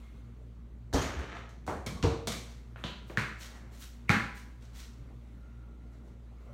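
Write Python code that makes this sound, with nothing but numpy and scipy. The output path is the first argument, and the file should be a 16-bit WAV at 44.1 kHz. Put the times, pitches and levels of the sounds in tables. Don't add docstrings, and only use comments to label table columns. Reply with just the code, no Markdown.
import sys
import numpy as np
from scipy import signal
from scipy.fft import rfft, irfft, next_fast_len
from scipy.io import wavfile
from scipy.ndimage import uniform_filter1d, map_coordinates

SR = 44100
rng = np.random.default_rng(int(sys.argv[2]) if len(sys.argv) > 2 else 0)


def level_to_linear(level):
    exponent = np.asarray(level, float) / 20
    return 10 ** exponent


def dump(signal):
    limited = np.clip(np.atleast_2d(signal).T, -1, 1)
    pcm = np.round(limited * 32767).astype(np.int16)
    wavfile.write(sys.argv[1], SR, pcm)


N = 287973


def unit(x):
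    return x / np.sqrt(np.mean(x ** 2) + 1e-20)


def along(points, hz):
    f, v = np.transpose(points)
    return np.interp(np.log(hz + 1), np.log(f + 1), v)


def wobble(rate_hz):
    knots = rng.standard_normal(int(N * rate_hz / SR) + 4)
    return map_coordinates(knots, [np.arange(N) * rate_hz / SR])


def swell(s, db, rise_db_s, fade_db_s, hold_s=0):
    t = np.arange(N) / SR
    return level_to_linear(db - rise_db_s * np.maximum(s - t, 0) - fade_db_s * np.maximum(t - s - hold_s, 0))


def filtered(x, response):
    m = next_fast_len(len(x) + 8192)
    return irfft(rfft(x, m) * response(np.fft.rfftfreq(m, 1 / SR)), m)[:len(x)]


def coloured(x, spectrum):
    return unit(filtered(x, lambda hz: level_to_linear(along(spectrum, hz))))


def rush(spectrum, patchy_db):
    z = signal.stft(rng.standard_normal(N), nperseg=512)[2]
    field = uniform_filter1d(rng.standard_normal(z.shape), size=5, axis=0)
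    field = uniform_filter1d(field, size=10, axis=1)
    x = signal.istft(z * level_to_linear(patchy_db * unit(field)), nperseg=512)[1][:N]
    return coloured(x, spectrum)


def grains(rate_hz, size_db):
    hits = rng.random(N) < rate_hz / SR
    return unit(hits * rng.standard_normal(N) * level_to_linear(size_db * rng.exponential(size=N)))


def garage(x, wet_db, fed=None):
    # (f/Hz, t60/s)
    decay = [(60, 0.18), (150, 0.59), (500, 0.55), (2000, 0.57), (6000, 0.52), (14000, 0.45)]
    # (t/s, gain on the tail/dB)
    early_gains = [(.010, -17), (.019, 0), (0.025, -7.5), (.032, -5.5), (0.042, 1)]
    hz, t, z = signal.stft(rng.standard_normal(SR), SR, nperseg=256)
    t60 = np.clip(along(decay, hz), .05, 2)[:, None]
    tail = signal.istft(z * level_to_linear(-60 * t / t60), SR, nperseg=256)[1][:SR]
    t = np.arange(SR) / SR
    tail *= 1 - np.exp(-t / 0.00249)
    tail *= level_to_linear(sum(db * np.exp(-((t - s) / 0.00055) ** 2) for s, db in early_gains))
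    wet = signal.fftconvolve(x if fed is None else fed, level_to_linear(wet_db) * tail / np.linalg.norm(tail))
    return wet + np.pad(x, (0, SR - 1))


def body_response(modes):
    low, top = modes[0][0] * .6, modes[-1][0] * 1.6

    def response(f):
        ring = sum((-1) ** i * level_to_linear(g) * 1j * f * w / (c * c - f * f + 1j * f * w)
                   for i, (c, w, g) in enumerate(modes))
        high_pass = 1j * f / (low + 1j * f)
        low_pass = top ** 2 / (top ** 2 - f * f + 1.4j * f * top)
        return ring * (high_pass * low_pass) ** 2
    return response


def struck(events, body, contact_s, rough, lag_s, wet_db, bass_wet_db):
    # (from f/Hz, to f/Hz)
    bands = [(0, 250), (250, 950), (950, 2900), (2900, 20000)]
    out, t = np.zeros(N + 2 * SR), np.arange(8192) / SR
    for s, crack_db, thump_db, knock_db, ring_db in events:
        parts, power = [], 0
        for k, db in enumerate([thump_db, knock_db, ring_db, crack_db]):
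            response = body_response([m for m in body if bands[k][0] <= m[0] < bands[k][1]])
            scrape = rough * k * rng.standard_normal(len(t)) * level_to_linear(-60 * t / contact_s)
            click = scrape + (t == 0)
            push = np.exp(-((t - lag_s) / 0.0014) ** 2)
            part = filtered(click if k else push, response)
            parts.append(level_to_linear(db) * part / np.abs(part).max())
            if k:
                smooth = np.abs(response(np.fft.rfftfreq(len(t), 1 / SR))) ** 2
                power = power + smooth / smooth.mean() * np.sum(parts[k] ** 2)
        radiated = np.roll(irfft(np.sqrt(power)), SR // 300)
        boom = garage(parts[0], bass_wet_db)
        wet = garage(sum(parts[1:]), wet_db, fed=radiated * (t < .1)) + boom
        out[round(s * SR):][:len(wet)] += wet
    return out[:N]


def ring_on(tones):
    out, t = np.zeros(N + 2 * SR), np.arange(SR // 2) / SR
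    for s, hz, db, t60 in tones:
        partner_hz = hz * rng.uniform(1.01, 1.03)
        pair = np.sin(2 * np.pi * hz * t) + 0.97 * np.sin(2 * np.pi * partner_hz * t)
        envelope = level_to_linear(db - 60 * t / t60) * (1 - np.exp(-t / 0.0026))
        wet = garage(envelope * pair, wet_db=-2.5)
        out[round(s * SR):][:len(wet)] += wet
    return out[:N]


def motor():
    line_hz = [58.93, 117.86, 188.4, 235.72, 229.4]
    line_db = [-47.5, -60.5, -70.5, -65, -70]
    # (f/Hz, in step at t/s)
    beats = [(114.7, .228), (119.98, .368)]
    beat_db = [-60.5, -63.5]
    # (f/Hz, level/dB)
    rumble_tone = [(25, -36), (45, -2), (62, -7.5), (80, -12), (100, -9.5), (125, -7.5), (160, -13),
                   (230, -12.5), (500, -23), (1200, -37.5), (2500, -120)]
    # (f/Hz, level/dB)
    whine_tone = [(1230, -39.5), (1310, 6), (1360, -4), (1410, 8), (1480, -43.5)]
    turn = 2 * np.pi * (np.arange(N) / SR + np.cumsum(0.0005 * wobble(3.04)) / SR)
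    lines = sum(level_to_linear(db + 3.5 + (.5 + 0.6 * k) * wobble(10.0)) * np.sin(hz * turn)
                for k, (hz, db) in enumerate(zip(line_hz, line_db)))
    for (hz, s), db in zip(beats, beat_db):
        phase = 2 * np.pi * (line_hz[1] - hz) * s
        lines += level_to_linear(db + 3.0 + 1.5 * wobble(3.4)) * np.sin(hz * turn + phase)
    rumble = level_to_linear(-56.0 + 0.86 * wobble(4.06)) * rush(rumble_tone, patchy_db=2.0)
    whine_gain = swell(5.44, -73, rise_db_s=99.5, fade_db_s=51.5, hold_s=0.43)
    return lines + rumble + whine_gain * rush(whine_tone, patchy_db=1.0)


def air_and_clothes():
    # (f/Hz, level/dB)
    hiss_tone = [(350, -35), (600, -15.5), (822, -9), (1170, -6), (1420, -6), (1670, -10.5), (2110, -8.5),
                 (2290, -11.5), (3370, -15.5), (4670, -17.5), (15800, -31.5)]
    room = level_to_linear(-79.5)
    earlier_bounce = swell(0, -71, rise_db_s=0, fade_db_s=28)
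    chase = swell(2.37, -77.5, rise_db_s=11.5, fade_db_s=11.5, hold_s=2.95)
    arms_lift = swell(6.42, -77, rise_db_s=60, fade_db_s=0)
    gain = np.sqrt(room ** 2 + earlier_bounce ** 2 + chase ** 2 + arms_lift ** 2)
    return level_to_linear(6) * gain * rush(hiss_tone, patchy_db=1.5)


def loose_parts():
    # (t/s, f/Hz, level/dB, t60/s)
    tones = [(.942, 81, -20.5, 0.099), (.945, 259, -35, 0.13), (0.966, 3170, -46, 0.19),
             (1.015, 6610, -32.5, 0.037), (1.352, 682, -48, 0.16), (1.678, 720, -27.5, 0.047),
             (1.97, 1100, -53, 0.28), (2.034, 85.3, -20, 0.12), (2.04, 456, -38.5, 0.61),
             (2.04, 300, -34, 0.18), (2.275, 650, -38.5, 0.065), (2.275, 2250, -55, 0.17),
             (2.839, 983, -50, 0.34), (2.84, 1380, -52.5, 0.42), (2.84, 2990, -46.5, .25),
             (.03, 2110, -70, 0.6), (.03, 3360, -75, 0.34), (4.1, 809, -35.5, 0.22),
             (4.101, 268.7, -38, 0.26), (4.101, 1600, -42, 0.37), (2.278, 220, -37.5, 0.08)]
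    return ring_on(tones)


def backboard():
    # (t/s, crack/dB, thump/dB, knock/dB, ring/dB)
    hits = [
        (.9285, -39, -32.5, -35, -37),
        (.936, -26.5, -36, -29.5, -43),
        (.9435, -28.5, -22, -20, -39),
        (1.0195, -31.5, -47, -46, -34),
        (1.189, -46.5, -38, -40, -59),
        (1.3505, -56, -52, -58, -42),
        (1.385, -60, -57, -65, -45),
        (1.491, -51.5, -57, -56, -64),
    ]
    # (f/Hz, width/Hz, level/dB)
    body = [(71, 34, 9), (202, 70, -7), (264, 120, 5.5), (680, 1000, -2.5), (1380, 1000, 9.5),
            (2140, 990, -1), (2950, 300, 6), (4250, 1680, 9.5), (6130, 1880, 9.5), (11960, 4400, -6.5)]
    return struck(hits, body, contact_s=0.068, rough=0.12, lag_s=0.0047, wet_db=3.5, bass_wet_db=4)


def hoop():
    # (f/Hz, level/dB)
    rattle_tone = [(88, -43), (150, 7), (396, 3.5), (490, 3.5), (656, -1), (860, 2.5), (1870, 1.5),
                   (6470, -19), (15500, -57)]
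    chatter = coloured(grains(900, size_db=2.0), rattle_tone)
    struck_s, rest_s, rest_fade_db_s = 0.95, 1.359, 140
    jolt = swell(struck_s, -35, rise_db_s=1500, fade_db_s=128)
    swing = swell(struck_s, -45, rise_db_s=1500, fade_db_s=12.5)
    net = swell(1.354, -55, rise_db_s=250, fade_db_s=rest_fade_db_s, hold_s=0.037)
    shake = (jolt + swing + net) * swell(rest_s, 0, 0, rest_fade_db_s)
    return garage(level_to_linear(-3.0) * shake * chatter, wet_db=0.5)[:N]


def frame_sway():
    # (t/s, f/Hz, level/dB, t60/s)
    tones = [
        (1.161, 68.4, -37, 0.37),
        (1.759, 66.4, -39, 0.29),
        (1.95, 78, -37.5, 0.17),
    ]
    return ring_on(tones)


def thud():
    # (t/s, crack/dB, thump/dB, knock/dB, ring/dB)
    hits = [
        (1.6663, -38.5, -45, -46, -46),
        (1.678, -40.5, -32, -27.5, -30.5),
        (1.9538, -51, -36.5, -46.5, -57),
    ]
    # (f/Hz, width/Hz, level/dB)
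    body = [(71.3, 13, 4), (220, 80, -5), (295, 86, -5), (720, 940, -11), (1100, 920, 3), (1600, 1300, -6),
            (3930, 3600, 2), (8160, 15000, -7.5)]
    return struck(hits, body, contact_s=0.029, rough=0.033, lag_s=0.0033, wet_db=9.5, bass_wet_db=4)


def tins():
    # (t/s, crack/dB, thump/dB, knock/dB, ring/dB)
    hits = [
        (1.8631, -31.5, -32.5, -37, -36.5),
        (1.8713, -33.5, -37.5, -38, -40.5),
        (2.2719, -25.5, -31.5, -33, -31.5),
        (2.2824, -29.5, -47, -35.5, -38.5),
        (2.3205, -29.5, -45, -64, -34),
    ]
    # (f/Hz, width/Hz, level/dB)
    body = [(107, 45, -3), (220, 110, -1.5), (370, 310, 9), (690, 590, 2.5), (1100, 330, -4.5),
            (2250, 280, -4), (3350, 1530, 4), (5600, 3500, 2), (11000, 7600, -8.5)]
    # (t/s, f/Hz, level/dB, t60/s)
    tones = [
        (1.864, 3120, -50, 0.099),
        (1.865, 5350, -38, .05),
        (2.026, 5350, -43.5, 0.088),
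        (2.026, 2700, -43, 0.055),
    ]
    clatter = struck(hits, body, contact_s=0.054, rough=0.19, lag_s=0.0036, wet_db=1, bass_wet_db=4.0)
    return clatter + ring_on(tones)


def shelf():
    # (t/s, crack/dB, thump/dB, knock/dB, ring/dB)
    hits = [
        (2.0268, -29, -19, -40, -30),
        (2.037, -33.5, -21, -22, -36),
    ]
    # (f/Hz, width/Hz, level/dB)
    body = [(75, 20, -3), (150, 88, -9.5), (300, 56, -1.5), (456, 28, 2.5), (750, 1000, -12),
            (1100, 290, 9.5), (2700, 1300, 5), (3960, 1340, 5), (6190, 3500, -2.5), (10900, 3600, -14.5)]
    return struck(hits, body, contact_s=0.026, rough=0.2, lag_s=0.0023, wet_db=4.5, bass_wet_db=0.0)


def shoes():
    # (loudest at t/s, rise/s, grit/dB, rub/dB, sand/dB)
    scuffs = [(2.5, 0.022, -59, -57, -81), (2.79, 0.023, -70, -64, -74), (3.1, 0.047, -61.5, -62, -69),
              (3.42, 0.048, -47.5, -47.5, -58.5), (3.56, 0.088, -65.5, -52, -85),
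              (3.74, 0.033, -59.5, -62, -69), (3.825, 0.047, -51.5, -66.5, -57), (4.37, .04, -56, -64, -65),
              (4.625, 0.026, -62, -59, -81), (4.756, 0.026, -57.5, -61.5, -69.5),
              (4.8, 0.054, -52.5, -69.5, -65), (5.93, 0.039, -72.5, -63, -85),
              (6.07, 0.046, -73.5, -73, -84)]
    # (f/Hz, level/dB) each
    grit_tone = [(410, -68.5), (700, -19), (747, -25), (787, -16.5), (1470, -1.5), (1650, -4), (2110, -4),
                 (2950, -2.5), (5430, -0.5), (15500, -24)]
    rub_tone = [(200, -20), (350, -3.5), (700, -3.5), (1300, -5), (2200, -5.5), (3200, -45)]
    sand_tone = [(3000, -40), (5500, -1.5), (9000, -0.5), (15500, -6)]
    sleeve_tone = [(260, -28), (480, 0), (850, -9.5), (1160, -3), (1400, -7), (1580, -22), (3000, -23),
                   (5000, -70)]
    grit = coloured(grains(6000, size_db=-0.5), grit_tone) * level_to_linear(.8 * wobble(60))
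    rub = rush(rub_tone, patchy_db=-0.5)
    sand = rush(sand_tone, patchy_db=3.0)
    drag = np.zeros(N)
    for s, rise_s, grit_db, rub_db, sand_db in scuffs:
        rise_db_s = 20.5 / rise_s
        landing_s = s - 0.47 * rise_s
        drag += level_to_linear(-3.0) * swell(s, grit_db, rise_db_s, fade_db_s=150.5, hold_s=0.022) * grit
        drag += level_to_linear(-9.0) * swell(s, rub_db, rise_db_s, fade_db_s=75) * rub
        drag += swell(landing_s, sand_db, rise_db_s=1200, fade_db_s=220.5, hold_s=.04) * sand
    sleeve_gain = swell(6.406, -67.5, rise_db_s=198, fade_db_s=-45)
    return garage(drag + sleeve_gain * rush(sleeve_tone, patchy_db=3.5), wet_db=-7.5)[:N]


def crate():
    # (t/s, crack/dB, thump/dB, knock/dB, ring/dB)
    hits = [
        (2.7596, -54.5, -49, -42.5, -40),
        (2.8387, -28, -30, -36, -31.5),
        (2.8671, -33.5, -55, -48, -61),
        (3.0981, -52, -44, -38.5, -43.5),
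    ]
    # (f/Hz, width/Hz, level/dB)
    body = [(113, 115, -6.5), (201, 100, -2.5), (365, 400, 2.5), (650, 430, -13), (951, 500, -1),
            (1220, 900, 16.5), (2220, 2100, 11), (2905, 640, 17.5), (4160, 1050, 14), (6600, 1760, 0),
            (11700, 6800, -45)]
    return struck(hits, body, contact_s=0.025, rough=0.14, lag_s=0.0057, wet_db=3.5, bass_wet_db=-1.0)


def slap():
    # (t/s, f/Hz, level/dB, contact/s, lead-in/dB)
    pockets = [
        (3.1734, 1740, -18, 0.0028, -51.5),
        (4.094, 2250, -12, 0.0028, -37),
    ]
    out, t = np.zeros(N), np.arange(N) / SR
    for s, hz, db, contact_s, lead_db in pockets:
        touching = (t > s) * np.exp(-np.abs((t - s) / contact_s) ** 4)
        out += level_to_linear(db) * np.sin(2 * np.pi * hz * (t - s)) * touching
        hiss = rush([(hz * 0.75, -30), (hz * .8, 0), (hz * 1.7, 0), (hz * 1.3, -30)], patchy_db=3.5)
        out += level_to_linear(lead_db - 1600 * np.abs(s - t)) * (t < s) * (t > s - .016) * hiss
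    return out


def floor_bounces():
    # (t/s, crack/dB, thump/dB, knock/dB, ring/dB)
    hits = [
        (3.1732, -29.5, -25, -35.5, -22),
        (4.094, -22.5, -15, -27.5, -16),
    ]
    # (f/Hz, width/Hz, level/dB)
    body = [(111, 56, -10), (215.4, 22, -5), (308, 233, 13.5), (720, 190, -13), (1100, 800, -5),
            (1600, 565, 2), (1935, 247, 3.5), (2240, 610, -3.5), (3350, 900, -10), (4010, 1510, 20.5),
            (6800, 8200, 1), (12000, 3600, -20.5)]
    # (f/Hz, level/dB, t60/s)
    cavity = [(991, -18.5, 0.81), (1125, -8, 0.26), (1294, -18.5, 0.35), (1435, 0.5, 0.16),
              (1593, -19.5, 0.91), (1720, -14, 0.64), (2115, -7, 0.37), (2240, -22.5, 0.75),
              (2444, -15.5, 0.29)]
    shell = struck(hits, body, contact_s=0.013, rough=.06, lag_s=0.0022, wet_db=9, bass_wet_db=-2.5)
    tones = [(s + .001, hz, ring_db - 15.5 + db, t60)
             for s, *_, ring_db in hits for hz, db, t60 in cavity]
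    return shell + ring_on(tones)


def scene():
    background = motor() + air_and_clothes() + loose_parts()
    goal = backboard() + hoop()
    shelves = frame_sway() + thud() + tins() + shelf() + crate()
    ground = shoes() + slap() + floor_bounces()
    return (background + goal + shelves + ground)[None]


def top_cut(x):
    return signal.sosfilt(signal.butter(12, 16470, fs=SR, output="sos"), x)


def record(dry):
    # (f/Hz, width/Hz, level/dB)
    port = [(5070, 550, -4.5), (10440, 720, -4.5)]

    def microphone(hz):
        dips = level_to_linear(sum(db * np.exp(-((hz - c) / w) ** 2) for c, w, db in port))
        bass_cut = (1j * hz / (24 + 1j * hz)) ** 2
        return bass_cut * dips * (hz < 15830)
    mix = filtered(dry[0], microphone)[None]
    return top_cut(mix)


dry = scene()
out = record(dry)
dump(out)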